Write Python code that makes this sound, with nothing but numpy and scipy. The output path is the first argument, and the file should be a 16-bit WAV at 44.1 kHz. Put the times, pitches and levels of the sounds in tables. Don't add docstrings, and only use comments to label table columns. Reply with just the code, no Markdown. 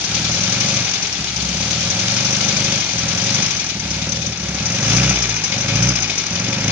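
import sys
import numpy as np
from scipy import signal
from scipy.fft import rfft, irfft, next_fast_len
from scipy.io import wavfile
from scipy.ndimage import uniform_filter1d

SR = 44100
rng = np.random.default_rng(int(sys.argv[2]) if len(sys.argv) > 2 else 0)


def int16_out(signal):
    q = np.round(np.clip(np.atleast_2d(signal).T, -1, 1) * 32767)
    wavfile.write(sys.argv[1], SR, q.astype(np.int16))


N = 295911
T = np.arange(N) / SR
SIZE = next_fast_len(N + SR)
FREQ = np.arange(SIZE // 2 + 1) * SR / SIZE + 1e-6
FIRST_FIRING_CYCLES = -.06
BAY_PAN_DB = 8.5

# time_s, rattle_db, tinware_db, ticking_db, rasp_db
DRIFTS = [(0, 4, -8, -3.5, 0.5), (.22, 0, -11, -0.5, 2), (.8, -0.5, -3.5, 0, 2), (1.5, 0.5, -13, -0.5, 0.5),
          (2.2, 0, -6.5, 0.5, 2), (2.75, -1, -4, -1, 1), (3.05, 0, -8, -0.5, 1.5), (3.45, -2.5, -3.5, 1, 2),
          (3.62, -1.5, -5.5, 0, 1.5), (3.77, -4.5, -6, -5, -2.5), (3.95, -2, -5.5, -3.5, -0.5),
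          (4.1, -4.5, -11.5, -5, 0), (4.22, -6, -8.5, -5.5, -4.5), (4.43, -6, -7.5, -4.5, -1.5),
          (4.55, -3.5, -9, -2.5, 2), (4.92, -3.5, -6, -1, 2), (5.25, -7, -6.5, -4.5, -1.5),
          (5.5, -4, -2.5, -3.5, 1), (5.9, -9.5, -7, -3, -1.5), (6.2, -3, -2.5, -2.5, 0.5),
          (6.71, -8.5, -6.5, -4, 1.5)]
# lag_cycles, strength_db
CYLINDERS = [(.001, -2), (-.067, -6.5), (0, 0), (-.066, -3.5)]
# opens_s, shuts_s, throb_gain_db, rise_s
THROTTLE = [(0.09, 0.81, -1.5, 0.0085), (1.186, 1.195, 4, 0.0081), (1.317, 2.785, -2, .045),
            (2.932, 3.455, -1.5, .012), (3.749, 3.766, 6, .012), (3.826, 4.3, -2.5, .012),
            (4.376, 5.095, -2, .02), (5.49, 5.894, -3, .012), (6.298, 6.8, -1.5, 0.0078)]


def undb(db):
    return 10 ** (np.asarray(db) / 20)


def curves(table):
    time_s, *columns = np.transpose(table)
    return [np.interp(T, time_s, column) for column in columns]


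def unit(x):
    return x / np.sqrt(np.mean(np.abs(x) ** 2))


def steady(x, span_s):
    power = np.mean(np.atleast_2d(x) ** 2, axis=0)
    size = int(span_s * SR)
    return x / np.sqrt(uniform_filter1d(uniform_filter1d(power, size), size) + 1e-12)


def filtered(x, response):
    return irfft(rfft(x, SIZE) * response, SIZE)[..., :N]


def colour(points):
    hz, db = np.transpose(points)
    return undb(np.interp(np.log(FREQ), np.log(hz), db))


def modes(table):
    return sum(undb(db) / (1 + 1j * (FREQ ** 2 - hz ** 2) / (FREQ * width)) for hz, width, db in table)


def noise(coherence):
    common = np.sqrt(coherence) * rng.standard_normal(N)
    return common + np.sqrt(1 - coherence) * rng.standard_normal((2, N))


def pan(x, db):
    return x * undb([[db / 2], [-db / 2]])


def strikes(times, sizes):
    out = np.zeros(N)
    inside = (times > 0) & (times < T[-1])
    np.add.at(out, (times[inside] * SR).astype(int), sizes[inside])
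    return out


def fade(x, decay_s):
    return signal.lfilter([1], [1, -np.exp(-1 / (decay_s * SR))], x)


def presses(shut_s=0.052):
    return np.array([(1 - np.exp(-np.maximum(T - opens, 0) / rise))
                     * np.clip(1 - (T - shuts) / shut_s, 0, 1) for opens, shuts, _, rise in THROTTLE])


def running(cruise_hz=45, race_from_hz=51, race_full_hz=56.9):
    # time_s, firing_hz
    speed = [(0.0, 38.132), (0.261, 40.213), (0.66, 50.658), (1.042, 43.176), (1.151, 34.087),
             (1.475, 32.044), (1.626, 37.771), (2.248, 49.452), (2.708, 51.834), (3.022, 38.923),
             (3.402, 52.062), (3.646, 39.879), (3.938, 35.665), (4.171, 40.968), (4.553, 33.589),
             (4.97, 61.839), (5.109, 64.699), (5.543, 46.41), (5.87, 62.6), (6.323, 42.458), (6.71, 55.692)]
    firing_hz, = curves(speed)
    cycle = .55 + np.cumsum(firing_hz) / SR / len(CYLINDERS)
    racing = np.clip((firing_hz - race_from_hz) / (race_full_hz - race_from_hz), 0, 1)
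    return cycle, (np.log2(firing_hz / cruise_hz), presses().sum(axis=0), racing)


def gain(state, cruise_db, octave_db, open_db, race_db):
    octaves, opening, racing = state
    return undb(cruise_db + octave_db * octaves + open_db * opening + race_db * racing)


def passes(cycle, place):
    return np.interp(np.arange(int(cycle[-1]) + 2) + place, cycle, T, left=-1, right=-1)


def firings(cycle, evenness, scatter_db, jitter_s):
    pulses = np.zeros(N)
    for k, (lag, db) in enumerate(CYLINDERS):
        place = k / len(CYLINDERS) + FIRST_FIRING_CYCLES
        lumpy = 1 - np.interp(passes(cycle, place), T, evenness)
        times = passes(cycle, place + lag * lumpy)
        timing, strength = rng.standard_normal((len(times), 2)).T
        pulses += strikes(times + jitter_s * timing, undb(db * lumpy + scatter_db * strength))
    return pulses


def yard():
    # centre_hz, width_hz, depth_fraction
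    nulls = [(430, 60, .15), (1025, 70, .15), (1400, 50, .15), (1785, 110, .25), (2590, 80, .35),
             (3085, 70, .2), (3820, 70, .28), (4015, 40, .2), (4180, 50, .25)]
    return np.prod([1 - depth * modes([(hz, width, 0)]) for hz, width, depth in nulls], axis=0)


def treble_dip(x, centre_hz=4460, width_hz=190):
    # time_s, depth_fraction
    dip = [(0, 0), (3.5, 0), (4.3, 0.1), (5.3, 0.55), (6.71, 0)]
    depth, = curves(dip)
    return x - depth * filtered(x, modes([(centre_hz, width_hz, 0)]))


def fan(state):
    # frequency_hz, level_db
    spectrum = [(120, -17.5), (200, -21), (301, -40), (599, -17.5), (741, -9), (1060, -20.5), (1310, -14.5),
                (1820, -14.5), (2450, -11.5), (4410, -6), (6120, -6.5), (7330, -16), (8080, -31.5),
                (9210, -22.5), (10000, -45), (13000, -81.5), (22000, -120)]
    rattle_db, *_ = curves(DRIFTS)
    air = unit(filtered(noise(coherence=0.25), colour(spectrum)))
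    air *= gain(state, -27.5, octave_db=4, open_db=2.77, race_db=3) * undb(rattle_db)
    return pan(air, 0.48 * BAY_PAN_DB)


def knock_envelopes(cycle, state, scatter_db=2.5, jitter_s=0.00045):
    # place_cycles, clatter_db, ticking_db, decay_s
    knocks = [(-.05, 1, 7, 0.002), (-.005, -6, 0, 0.0088), (0.182, -2, -4.5, 0.0037),
              (.275, -5.5, -11.5, 0.011), (0.422, -16, 2.5, 0.0035), (0.469, -6.5, -12, 0.0023),
              (0.655, -9.5, 0.5, 0.006), (0.788, -22, -9, 0.01)]
    # start_s, relative_db
    clicks = [(0.045, -17), (0.1456, -15), (0.345, -15), (0.602, -12), (0.685, -13), (2.4833, -8.5),
              (3.343, -7.5), (3.565, -13), (3.688, -16), (3.795, -16), (3.9045, -14), (3.953, -25),
              (4.066, -18.5), (4.118, -17), (4.1618, -15.5), (4.263, -13.5), (4.657, -9), (4.698, -17),
              (4.7505, -13.5), (4.8972, -13.5), (4.968, -14), (5.0972, -24), (5.223, -6), (5.2928, -15.5),
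              (5.3626, -15), (5.438, -7), (5.6859, -13), (5.827, -8.5), (5.891, -12.5), (6.0267, -14.5),
              (6.105, -15.5), (6.181, -11), (6.2635, -14), (6.3518, -16), (6.6786, -20)]
    clatter, ticking = np.zeros(N), np.zeros(N)
    for place, clatter_db, ticking_db, decay_s in knocks:
        times = passes(cycle, place)
        timing, clatter_luck, tick_luck = rng.standard_normal((len(times), 3)).T
        times += jitter_s * timing
        clatter += fade(strikes(times, undb(clatter_db + scatter_db * clatter_luck) ** 2), decay_s / 2)
        ticking += fade(strikes(times, undb(ticking_db + scatter_db * tick_luck) ** 2), decay_s / 2)
    clatter += 0.039 * fade(clatter, decay_s=0.092) / (0.0038 * SR)
    ticking += 0.019 * fade(ticking, decay_s=0.0092) / (0.0057 * SR)
    clatter = steady(np.sqrt(clatter), span_s=0.86)
    ticking = steady(np.sqrt(ticking), span_s=0.33)
    clatter *= gain(state, -26.5 - 0.5, octave_db=6, open_db=0.56, race_db=1.5)
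    ticking *= gain(state, -24.5 + 0.74, octave_db=8, open_db=0.5, race_db=1.5)
    _, _, drift_db, _ = curves(DRIFTS)
    click_s, click_db = np.transpose(clicks)
    tappet = fade(strikes(click_s, undb(click_db - 5.5)), decay_s=0.01)
    ticking = np.hypot(ticking * undb(drift_db), tappet)
    return uniform_filter1d(np.array([clatter, ticking]), size=280)


def valve_gear(cycle, state):
    # frequency_hz, level_db
    clatter_spectrum = [(900, -28), (1800, -26), (2200, 1.5), (2700, 2.5), (3300, 5), (4000, 6),
                        (4700, 4.5), (5600, 2.5), (7000, 1), (9000, -58.5)]
    # frequency_hz, level_db
    tick_spectrum = [(1500, -27.5), (3500, -44), (4600, -3), (5400, 4.5), (6300, 5.5), (6700, -5.5),
                     (7400, -12.5), (8000, -26), (9500, -23), (11000, -78)]
    # pitch_hz, width_hz, level_db
    tinware = [(2179, 37, -6), (2205, 20, 2), (2216, 24, 1), (2358, 80, -2), (2457, 33, 5),
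               (2488, 45, -4.5), (2710, 19, -8), (3000, 50, 0), (3140, 40, -2.5), (3486, 35, 2.5),
               (3573, 15, -7.5), (3695, 31, 0.5), (4090, 60, 5), (4920, 90, 15)]
    # pitch_hz, width_hz, level_db
    covers = [(4910, 22, -10), (5030, 26, -8.5), (5307, 22, -4.5), (5420, 22, -7), (5490, 26, -5),
              (5605, 26, -7), (5732, 22, -4.5), (5907, 22, -4), (6028, 22, -6), (6085, 26, -3),
              (6117, 24, .5), (6235, 26, -8), (6440, 60, -8)]
    rattle_db, tinware_db, *_ = curves(DRIFTS)
    knocking, ticking = knock_envelopes(cycle, state)
    clatter = undb(rattle_db) * filtered(noise(coherence=0.05) * knocking, unit(colour(clatter_spectrum)))
    hard_knocks = knocking * steady(knocking, span_s=0.17) ** 0.99
    tin = unit(modes(tinware) * colour([(900, 6.5), (2000, -3.5), (3600, 2.5), (7000, -27.5)]))
    clatter += undb(tinware_db - 1.16) * filtered(noise(coherence=0.89) * hard_knocks, tin)
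    ticks = filtered(noise(coherence=0.04) * ticking, unit(colour(tick_spectrum)))
    ticks += filtered(noise(coherence=0.3) * ticking, unit(modes(covers) * colour(tick_spectrum)))
    return pan(clatter, 1.41 * BAY_PAN_DB) + pan(ticks * undb(-3), BAY_PAN_DB)


def intake(cycle, state):
    # pitch_hz, width_hz, level_db
    cleaner = [(551, 19, 0), (572, 30, -12)]
    gulps = firings(cycle, evenness=np.ones(N), scatter_db=1.5, jitter_s=.0002)
    air = unit(gulps) + undb(5.5) * unit(fade(gulps, decay_s=0.0051) * noise(coherence=0.67))
    hoot = filtered(air, modes(cleaner) * colour([(250, -28), (480, 7.5), (640, 3.5), (1200, -15)]))
    hoot = steady(hoot, span_s=0.071) * gain(state, -56, octave_db=10, open_db=19, race_db=-1)
    return pan(hoot, db=-2.5)


def silencer():
    # pitch_hz, width_hz, level_db
    resonances = [(81.4, 16, -1.5), (119, 12.4, 2.5), (163.4, 12, 0), (177.1, 20.5, 4.5), (201, 37, -2.5),
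                  (206.5, 23, -13.5), (257, 10.5, -1), (302, 34, -22.5), (336.6, 15, 0), (445, 52, -16)]
    # pitch_hz, width_hz
    chambers = [(190, 88), (310, 122)]
    phase = sum(2 * np.angle(modes([(hz, width, 0)])) for hz, width in chambers)
    return modes(resonances) * np.exp(1j * phase)


def tailpipe_rasp(puffs, state):
    # frequency_hz, level_db
    spectrum = [(150, -37.5), (280, -2.5), (400, 0.5), (560, -4.5), (850, 1), (1060, -4.5), (1250, -3.5),
                (1550, -1.5), (1850, -1), (2600, 4), (6000, -69.5)]
    # pitch_hz, width_hz, level_db
    bay_modes = [(650, 50, -9), (758, 40, -4.5), (910, 40, -10), (1155, 45, -8), (1333, 45, -6),
                 (1472, 40, -8), (1630, 60, -9)]
    # pitch_hz, width_hz, level_db
    pipe_modes = [(291, 60, 4), (410, 85, -1.5), (1310, 150, -4), (1630, 100, -11), (2440, 360, 1.5)]
    jet = unit(filtered(noise(coherence=0.83) * (1 + puffs), colour(spectrum)))
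    jet *= gain(state, -32.5, octave_db=4, open_db=1.34, race_db=1.5)
    under_lid = modes(bay_modes) * colour([(200, -12), (500, -0.5), (1800, 4.5), (4000, -14)])
    hollow = unit(filtered(noise(coherence=0.93) * (1 + puffs), under_lid))
    hollow *= gain(state, -42, octave_db=6.5, open_db=3, race_db=3)
    pipes = modes(pipe_modes) * colour([(150, -24), (280, -2), (3200, 3), (6000, -35)])
    bark = unit(filtered(noise(coherence=1) * (puffs + 0.067), pipes))
    bark *= gain(state, -46, octave_db=7.5, open_db=4.5, race_db=9)
    *_, rasp_db = curves(DRIFTS)
    return pan((jet + hollow + bark) * undb(rasp_db), db=-2)


def rumble(puffs, state):
    spectrum = [(25, -33), (45, -12.5), (70, -7.5), (130, 1.5), (300, -5), (420, -8), (900, -55.5)]
    flow = unit(filtered(rng.standard_normal(N) * (1 + puffs), colour(spectrum)))
    return pan(flow * gain(state, -37.3, octave_db=2, open_db=1.2, race_db=2.5), db=-1)


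def pumping(firing_phase, state):
    odd = undb(3.5) * np.cos(firing_phase) + undb(-5) * np.cos(3 * firing_phase)
    odd *= gain(state, -53, octave_db=35.5, open_db=2, race_db=6)
    second = np.cos(2 * firing_phase) * gain(state, -42.5, octave_db=-9.5, open_db=9, race_db=11)
    return pan(odd + second, db=-0.9)


def growl(firing_phase, state, waver_db=2.2):
    ratios = [1.75, 2, 2.5, 3, 4.25, 4.5, 5]
    levels = [-19, -3, -3, -5.5, -10, -19.5, -13]
    _, opening, racing = state
    waver_band = modes([(20, 18, 0)]) ** 2
    partials = np.zeros(N)
    for ratio, db in zip(ratios, levels):
        waver = unit(filtered(rng.standard_normal(N), waver_band))
        partials += undb(db + waver_db * waver) * np.cos(ratio * firing_phase)
    return pan(partials * racing * opening * undb(-21), db=-1.1)


def exhaust(cycle, state):
    _, opening, racing = state
    evenness = np.clip(0.72 * racing + 0.8 * (1 - opening), 0, 1)
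    pulses = firings(cycle, evenness, scatter_db=1, jitter_s=.00012)
    puffs = fade(pulses, decay_s=0.0038)
    gas = unit(pulses) + undb(-14) * unit(puffs * rng.standard_normal(N))
    outlet = colour([(30, -26), (70, -12.5), (110, 12.5), (260, 2.5), (400, -9.5), (800, -22),
                     (1500, -20), (4000, -45)])
    throb = steady(filtered(gas, silencer() * outlet), span_s=0.078)
    throb *= gain(state, -38.5 + 3.5, octave_db=3, open_db=11, race_db=1)
    press_db = np.array(THROTTLE)[:, 2] @ presses()
    merge_db = -3 * racing * opening
    throb *= undb(press_db + merge_db - 1.3 * evenness)
    turbulence = tailpipe_rasp(puffs, state) + rumble(puffs, state)
    firing_phase = 2 * np.pi * len(CYLINDERS) * (cycle - FIRST_FIRING_CYCLES)
    tones = pumping(firing_phase, state) + growl(firing_phase, state)
    tones = filtered(tones, np.exp(1j * np.angle(silencer())))
    return pan(throb, db=-1) + turbulence + tones


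def scene(left_delay_s=.00008):
    cycle, state = running()
    bay = treble_dip(valve_gear(cycle, state) + fan(state))
    engine = bay + exhaust(cycle, state) + intake(cycle, state)
    arrival = np.exp(-2j * np.pi * FREQ * np.array([[left_delay_s], [0]]))
    return filtered(engine, yard() * arrival)


def record(dry, ceiling=.9, cutoff_hz=9950):
    rounded = ceiling * np.tanh(dry / ceiling)
    return signal.sosfilt(signal.ellip(10, .2, 80, cutoff_hz, fs=SR, output="sos"), rounded)


dry = scene()
out = record(dry)
int16_out(out)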